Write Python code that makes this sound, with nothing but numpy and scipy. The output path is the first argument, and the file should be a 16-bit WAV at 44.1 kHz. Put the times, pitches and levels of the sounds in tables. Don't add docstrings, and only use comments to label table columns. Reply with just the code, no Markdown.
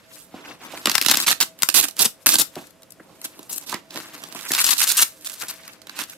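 import sys
import numpy as np
from scipy import signal
from scipy.fft import rfft, irfft
from scipy.io import wavfile

SR = 44100
rng = np.random.default_rng(int(sys.argv[2]) if len(sys.argv) > 2 else 0)


def unload_audio(sound):
    columns = np.transpose(np.atleast_2d(sound))
    steps = np.round(np.clip(columns, -1, 1) * 32767)
    wavfile.write(sys.argv[1], SR, steps.astype(np.int16))


N = 272097

# start in seconds, length in seconds, relative level in dB.
TEARING_PULLS = [(.857, 0.1, -35.5), (1.028, 0.064, -35.5), (1.085, 0.038, -18.5), (1.135, 0.011, -15.5),
                 (1.164, 0.08, -25), (1.264, 0.065, -18), (1.408, 0.024, -16.5), (1.741, 0.063, -13.5),
                 (1.818, 0.036, -24), (1.991, .042, -12.5), (2.045, .018, -12.5), (2.26, 0.044, -16),
                 (2.307, 0.051, -14.5), (2.384, 0.035, -12), (3.242, 0.017, -25.5), (3.493, 0.09, -31.5),
                 (3.662, 0.068, -36.5), (4.485, 0.1, -27.5), (4.578, 0.048, -17.5), (4.639, 0.055, -18),
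                 (4.706, 0.031, -15.5), (4.781, 0.018, -19.5), (4.81, 0.032, -14.5), (4.869, 0.053, -17.5),
                 (4.924, .04, -25.5), (4.968, 0.046, -14.5), (5.016, 0.017, -11), (5.246, 0.029, -29),
                 (5.482, 0.029, -29.5)]
# start in seconds, relative level in dB.
ROW_SNAPS = [(0.8563, -14.5), (0.871, -17), (0.896, -15), (.915, -20), (0.9524, -12), (0.98, -14.5),
             (1.0137, -14.5), (1.0225, -22), (1.035, -33), (1.048, -23), (1.061, -13), (1.084, -13),
             (1.097, -14.5), (1.112, -12), (1.154, -20), (1.171, -12), (1.201, -16.5), (1.269, -16),
             (1.319, -35), (1.403, -13.5), (1.4102, -10.5), (1.4193, -18), (1.4244, -24), (1.589, -39.5),
             (1.6217, -18), (1.6311, -10), (1.688, -7.5), (1.6986, -18), (1.725, -35), (1.799, -13),
             (1.8103, -16), (1.8389, -13.5), (1.876, -33), (1.884, -23.5), (1.888, -31), (1.91, -33),
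             (1.9663, -29.5), (2.2602, -10.5), (2.266, -1), (2.29, -6.5), (2.34, -9), (2.365, -18.5),
             (2.555, -32.5), (2.612, -49), (2.67, -46), (2.706, -49), (2.8206, -45.5), (2.831, -40),
             (2.9052, -39.5), (2.9207, -37.5), (3.215, -33.5), (3.3915, -36.5), (3.429, -38.5),
             (3.497, -35), (3.512, -31), (3.528, -23), (3.542, -28), (3.56, -27), (3.58, -24.5),
             (3.742, -26), (3.9067, -36.5), (4.15, -36.5), (4.2368, -31.5), (4.348, -28.5), (4.39, -40),
             (4.5171, -16), (4.535, -15.5), (4.549, -13.5), (4.642, -11.5), (4.78, -22), (4.803, -12),
             (4.8142, -15), (4.901, -11.5), (4.915, -14.5), (4.9705, -20), (5.21, -41), (5.27, -24.5),
             (5.297, -26), (5.338, -34), (5.5, -35), (5.538, -40.5), (5.634, -44), (5.678, -35.5),
             (5.733, -43), (5.817, -43.5), (5.8696, -37.5), (5.8951, -38), (6.0977, -31)]
# time in seconds, strap level in dB, bag level in dB, both against the hooks.
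GRIP_CHANGES = [(0, 5.5, -35), (.25, -23.5, -21.5), (.359, 5, 7), (.8, -5, -7.5), (.9, 0, -11.5),
                (1.3, -6.5, -19), (1.77, -12.5, -17.5), (2.4, -13.5, -20), (2.601, -5, -13),
                (2.9, -20, -32), (3.1, -5.5, 8.5), (3.248, -13.5, -20), (3.4, -9.5, -4), (3.55, -23, -23.5),
                (3.751, -0.5, -5), (4.3, -7.5, -10), (4.602, -8.5, -26), (5.2, -16, -32), (5.9, 0, -7.5),
                (6.17, -14.5, -33)]
# middle in seconds, length in seconds, relative level in dB.
HAND_STROKES = [(0.184, 0.11, -41.5), (0.374, 0.11, -54.5), (0.494, 0.08, -47.5), (0.646, .06, -44),
                (0.787, 0.15, -41.5), (1.873, .07, -41), (1.61, 0.032, -41), (1.984, 0.026, -32),
                (2.22, 0.042, -55.5), (2.601, 0.11, -45.5), (3.03, 0.086, -62), (3.25, 0.058, -44),
                (3.43, 0.4, -50), (3.623, 0.039, -39.5), (3.732, 0.078, -42), (3.965, 0.064, -35.5),
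                (4.056, 0.09, -44), (4.154, 0.055, -43), (4.247, 0.13, -43.5), (4.382, 0.074, -37),
                (4.468, 0.09, -36.5), (4.74, 0.44, -33.5), (5.087, 0.087, -43), (5.34, 0.17, -36),
                (5.427, 0.03, -29), (5.507, 0.092, -41), (5.662, 0.13, -46.5), (5.927, 0.076, -51),
                (6.003, 0.054, -29), (6.116, 0.061, -41)]
# start in seconds, strength in dB before mixing,
# strap drive in dB against the bag drive before mixing, strap pitch in Hz.
BAG_KNOCKS = [(0.34, -26.5, -0.5, 805), (0.735, -28.5, 7, 755), (0.873, -16.5, 4.5, 1390),
              (2.563, -18, -3, 850), (2.59, -36, 0, 905), (2.616, -36, -6, 1110), (2.998, -33.5, 0, 1680),
              (3.726, -28.5, 17, 1020), (3.74, -24.5, 6, 1990), (3.95, -27, -9, 1010),
              (4.35, -27, -1, 1000), (4.505, -23, 8.5, 1860), (5.43, -29.5, 6, 1470)]
# center in Hz, width of one filter pass in Hz, relative level in dB.
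HOOK_MODES = [(5970, 3800, -14), (8100, 4520, -1), (10060, 3700, -1), (12580, 4200, -1.5),
              (15600, 970, -29)]
TAPE_MODES = [(2604, 490, -5), (3710, 1780, 3), (4810, 3200, -0.5)]
STRAP_MODES = [(1105, 460, -1.6), (1467, 490, 1), (2010, 2000, -0.61)]
BAG_MODES = [(113.5, 92, -9), (213.6, 125, -1), (295, 152, 2), (513, 580, -6.5), (917, 564, -5.5)]
# center in Hz, width of one filter pass in Hz, relative level in dB.
HUM_BANDS = [(177, 11, 0), (298.3, 19, 0.5), (525, 72, -5.5), (649.6, 15.6, 4)]
# frequency in Hz, relative level per Hz in dB.
HISS_COLOR = [(24, -30.5), (40, -12), (180, -1.5), (444, -6), (646, -9.5), (852, -9.5), (12500, -26.5),
              (16000, -42.5)]
# frequency in Hz, time in seconds.
ROOM_FADE_TIMES = [(200, 0.23), (15000, 0.17)]

JUDDER_PER_S, JUDDER_FADE_S, JUDDER_DB = 130, 0.0032, 2
PULL_ATTACK_S, PULL_CRACK_DB = 0.0029, -6
PULL_CRACKLE_DB, PULL_RELEASE_S = -8.5, 0.0034
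SNAP_S = 0.0026
TAPE_DB, TAPE_FOLLOWS = 2.5, 0.61
STROKE_EDGE_DB, STILL_DB = -5, -65
CUTOFF_HZ = 16400


def fastener():
    times, *levels = np.transpose(GRIP_CHANGES)
    strap_db, bag_db = [np.interp(np.arange(N) / SR, times, level) for level in levels]
    tape_db = TAPE_DB + TAPE_FOLLOWS * strap_db

    cloth = from_db(-5) * rustle()
    flutter = from_db(1.86 * drift(280))
    rows = slips(fade_s=0.00082) * flutter * hook_clicks(per_s=16000, spread_db=1.77)
    rows = from_db(-3.5) * rows + from_db(12) * first_hooks(after_s=0.00053)

    bright = two_sides(cloth + rows, lag_s=0.00004, wander_s=0.00005, wander_db=3.5, rate_hz=10.5)
    dull = two_sides(from_db(6.5) * cloth + rows, lag_s=0, wander_s=0.00013, wander_db=2, rate_hz=13)

    hooks = body(bright, HOOK_MODES) * from_db([[0.9], [-0.9]])
    tape = body(from_db(tape_db + 0.65 * drift(74)) * bright, TAPE_MODES)
    strap = body(from_db(strap_db + 2.55 * drift(40)) * dull, STRAP_MODES)
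    bag = body(from_db(bag_db) * dull, BAG_MODES)
    return hooks + tape + strap + bag


def slips(fade_s):
    keep = np.exp(-1 / (JUDDER_FADE_S * SR))
    catches = rng.exponential(1, N) * (rng.random(N) < JUDDER_PER_S / SR)
    bursts = signal.lfilter([1], [1, -keep], catches)
    judder = 1 + from_db(2 * JUDDER_DB) * bursts

    pulls = held(TEARING_PULLS, fade_s)
    rise = np.exp(-1 / (PULL_ATTACK_S * SR))
    swelling = signal.lfilter([1 - rise], [1, -rise], pulls)
    pulls = np.minimum(pulls, swelling) * judder / judder.mean()

    snaps = held([(start, SNAP_S, db) for start, db in ROW_SNAPS], fade_s)
    return np.sqrt(pulls + snaps)


def first_hooks(after_s):
    pull_cracks = [(start, db + PULL_CRACK_DB) for start, _, db in TEARING_PULLS]
    start, level_db = np.transpose(pull_cracks + ROW_SNAPS)
    cracks = np.zeros(N)
    cracks[((start + after_s) * SR).astype(int)] = from_db(level_db) * rng.choice([-1, 1], len(start))
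    return cracks


def hook_clicks(per_s, spread_db):
    sizes = from_db(spread_db * np.minimum(rng.exponential(1, N), 5))
    happens = rng.random(N) < per_s / SR
    return rms_one(sizes * happens * rng.standard_normal(N))


def rustle():
    level_db = cloth_level()
    pull = np.clip((level_db + 51.5) / 16, 0.15, 1)
    clumps = from_db(pull * (1.46 * drift(49) + 1.3 * drift(190)))
    clicks = hook_clicks(per_s=4000, spread_db=3.0)
    smooth = rng.standard_normal(N)
    strays = from_db(-14.5) * hook_clicks(per_s=34, spread_db=2.0)
    grain = np.sqrt(pull) * clicks + np.sqrt(1 - pull) * smooth + strays
    return from_db(level_db) * clumps * grain


def cloth_level():
    t = np.arange(N) / SR
    strokes = 0
    for middle, length_s, db in HAND_STROKES:
        from_middle = 2 * (t - middle) / length_s
        strokes = strokes + from_db(2 * (db + STROKE_EDGE_DB * from_middle ** 2))
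    crackle = from_db(2 * PULL_CRACKLE_DB) * held(TEARING_PULLS, PULL_RELEASE_S)
    return 10 * np.log10(strokes + crackle + from_db(2 * STILL_DB))


def knocks(contact_s, ring_width_hz):
    bag, strap = np.zeros((2, N))
    t = np.arange(SR // 8) / SR
    for start, strength_db, strap_db, hz in BAG_KNOCKS:
        first = int(start * SR)
        puff = from_db(strength_db) * np.exp(-t / contact_s) * rng.standard_normal(len(t))
        bag[first:][:len(t)] += puff
        strap[first:][:len(t)] += from_db(strap_db) * body(puff, [(hz, ring_width_hz, 0)])
    return from_db(-6.5) * body(bag, BAG_MODES[:4]) + from_db(-10.5) * strap


def room(x, first_echo_s):
    t = np.arange(SR // 2) / SR
    tail = 0
    edges = np.geomspace(60, 18000, num=9)
    for low, high in zip(edges, edges[1:]):
        band_filter = signal.butter(2, [low, high], "band", fs=SR, output="sos")
        band = signal.sosfilt(band_filter, rng.standard_normal((2, len(t))))
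        fade_time = at_hz(ROOM_FADE_TIMES, np.sqrt(low * high))
        tail = tail + band * from_db(-60 * t / fade_time)
    tail = tail * (t > first_echo_s)
    tail = tail / np.sqrt(np.sum(tail ** 2) / 2)
    return signal.fftconvolve(x, tail, axes=1)[:, :N]


def background():
    hz = np.fft.rfftfreq(N, 1 / SR) + 1
    spectrum = rfft(rng.standard_normal((2, N))) * from_db(at_hz(HISS_COLOR, hz))
    hiss = rms_one(irfft(spectrum, N))
    hum = body(rng.standard_normal((2, N)), HUM_BANDS)
    middle, side = from_db(-57.0) * hiss + from_db(-59.0) * hum
    return middle + from_db(-7.5) * side * [[1], [-1]]


def two_sides(x, lag_s, wander_s, wander_db, rate_hz):
    lag = np.round((lag_s + wander_s * drift(rate_hz)) * SR).astype(int)
    lean = from_db(wander_db * drift(rate_hz))
    left = lean * x[np.clip(np.arange(N) - lag, 0, N - 1)]
    return np.array([left, x / lean])


def body(drive, modes):
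    out, response = 0, 0
    for k, (hz, width_hz, level_db) in enumerate(modes):
        r = np.exp(-np.pi * width_hz / SR)
        stage = [(1 - r * r) / 2, 0, (r * r - 1) / 2, 1, -2 * r * np.cos(2 * np.pi * hz / SR), r * r]
        gain = (-1) ** k * from_db(level_db)
        out = out + gain * signal.sosfilt([stage, stage], drive + 1e-18)
        response = response + gain * signal.sosfilt([stage, stage], signal.unit_impulse(4096))
    return out / np.sqrt(np.sum(response ** 2))


def held(rows, fade_s):
    power = np.zeros(N)
    for start, length_s, level_db in rows:
        end = start + max(length_s, 2 / SR)
        power[int(start * SR):int(end * SR)] += from_db(2 * level_db)
    keep = np.exp(-1 / (fade_s * SR))
    return np.maximum(power, signal.lfilter([1 - keep], [1, -keep], power))


def drift(rate_hz):
    r = np.exp(-2 * np.pi * rate_hz / SR)
    noise = rng.standard_normal(N + 9000)
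    return rms_one(signal.lfilter([1], [1, -2 * r, r * r], noise)[9000:])


def at_hz(points, hz):
    point_hz, values = np.array(points).T
    return np.interp(np.log(hz), np.log(point_hz), values)


def rms_one(x):
    return x / np.sqrt(np.mean(x ** 2) + 1e-20)


def from_db(db):
    return 10 ** (np.asarray(db) / 20)


def scene():
    near = fastener() + knocks(contact_s=0.011, ring_width_hz=600)
    echoes = from_db(-13.5) * room(near, first_echo_s=0.0047)
    return (near + echoes + background()) * from_db([[-0.8], [0.8]])


def record(dry):
    clipped = np.clip(dry, -0.8, 0.8)
    low_pass = signal.cheby2(18, 70, CUTOFF_HZ, fs=SR, output="sos")
    return signal.sosfilt(low_pass, clipped)


dry = scene()
out = record(dry)
unload_audio(out)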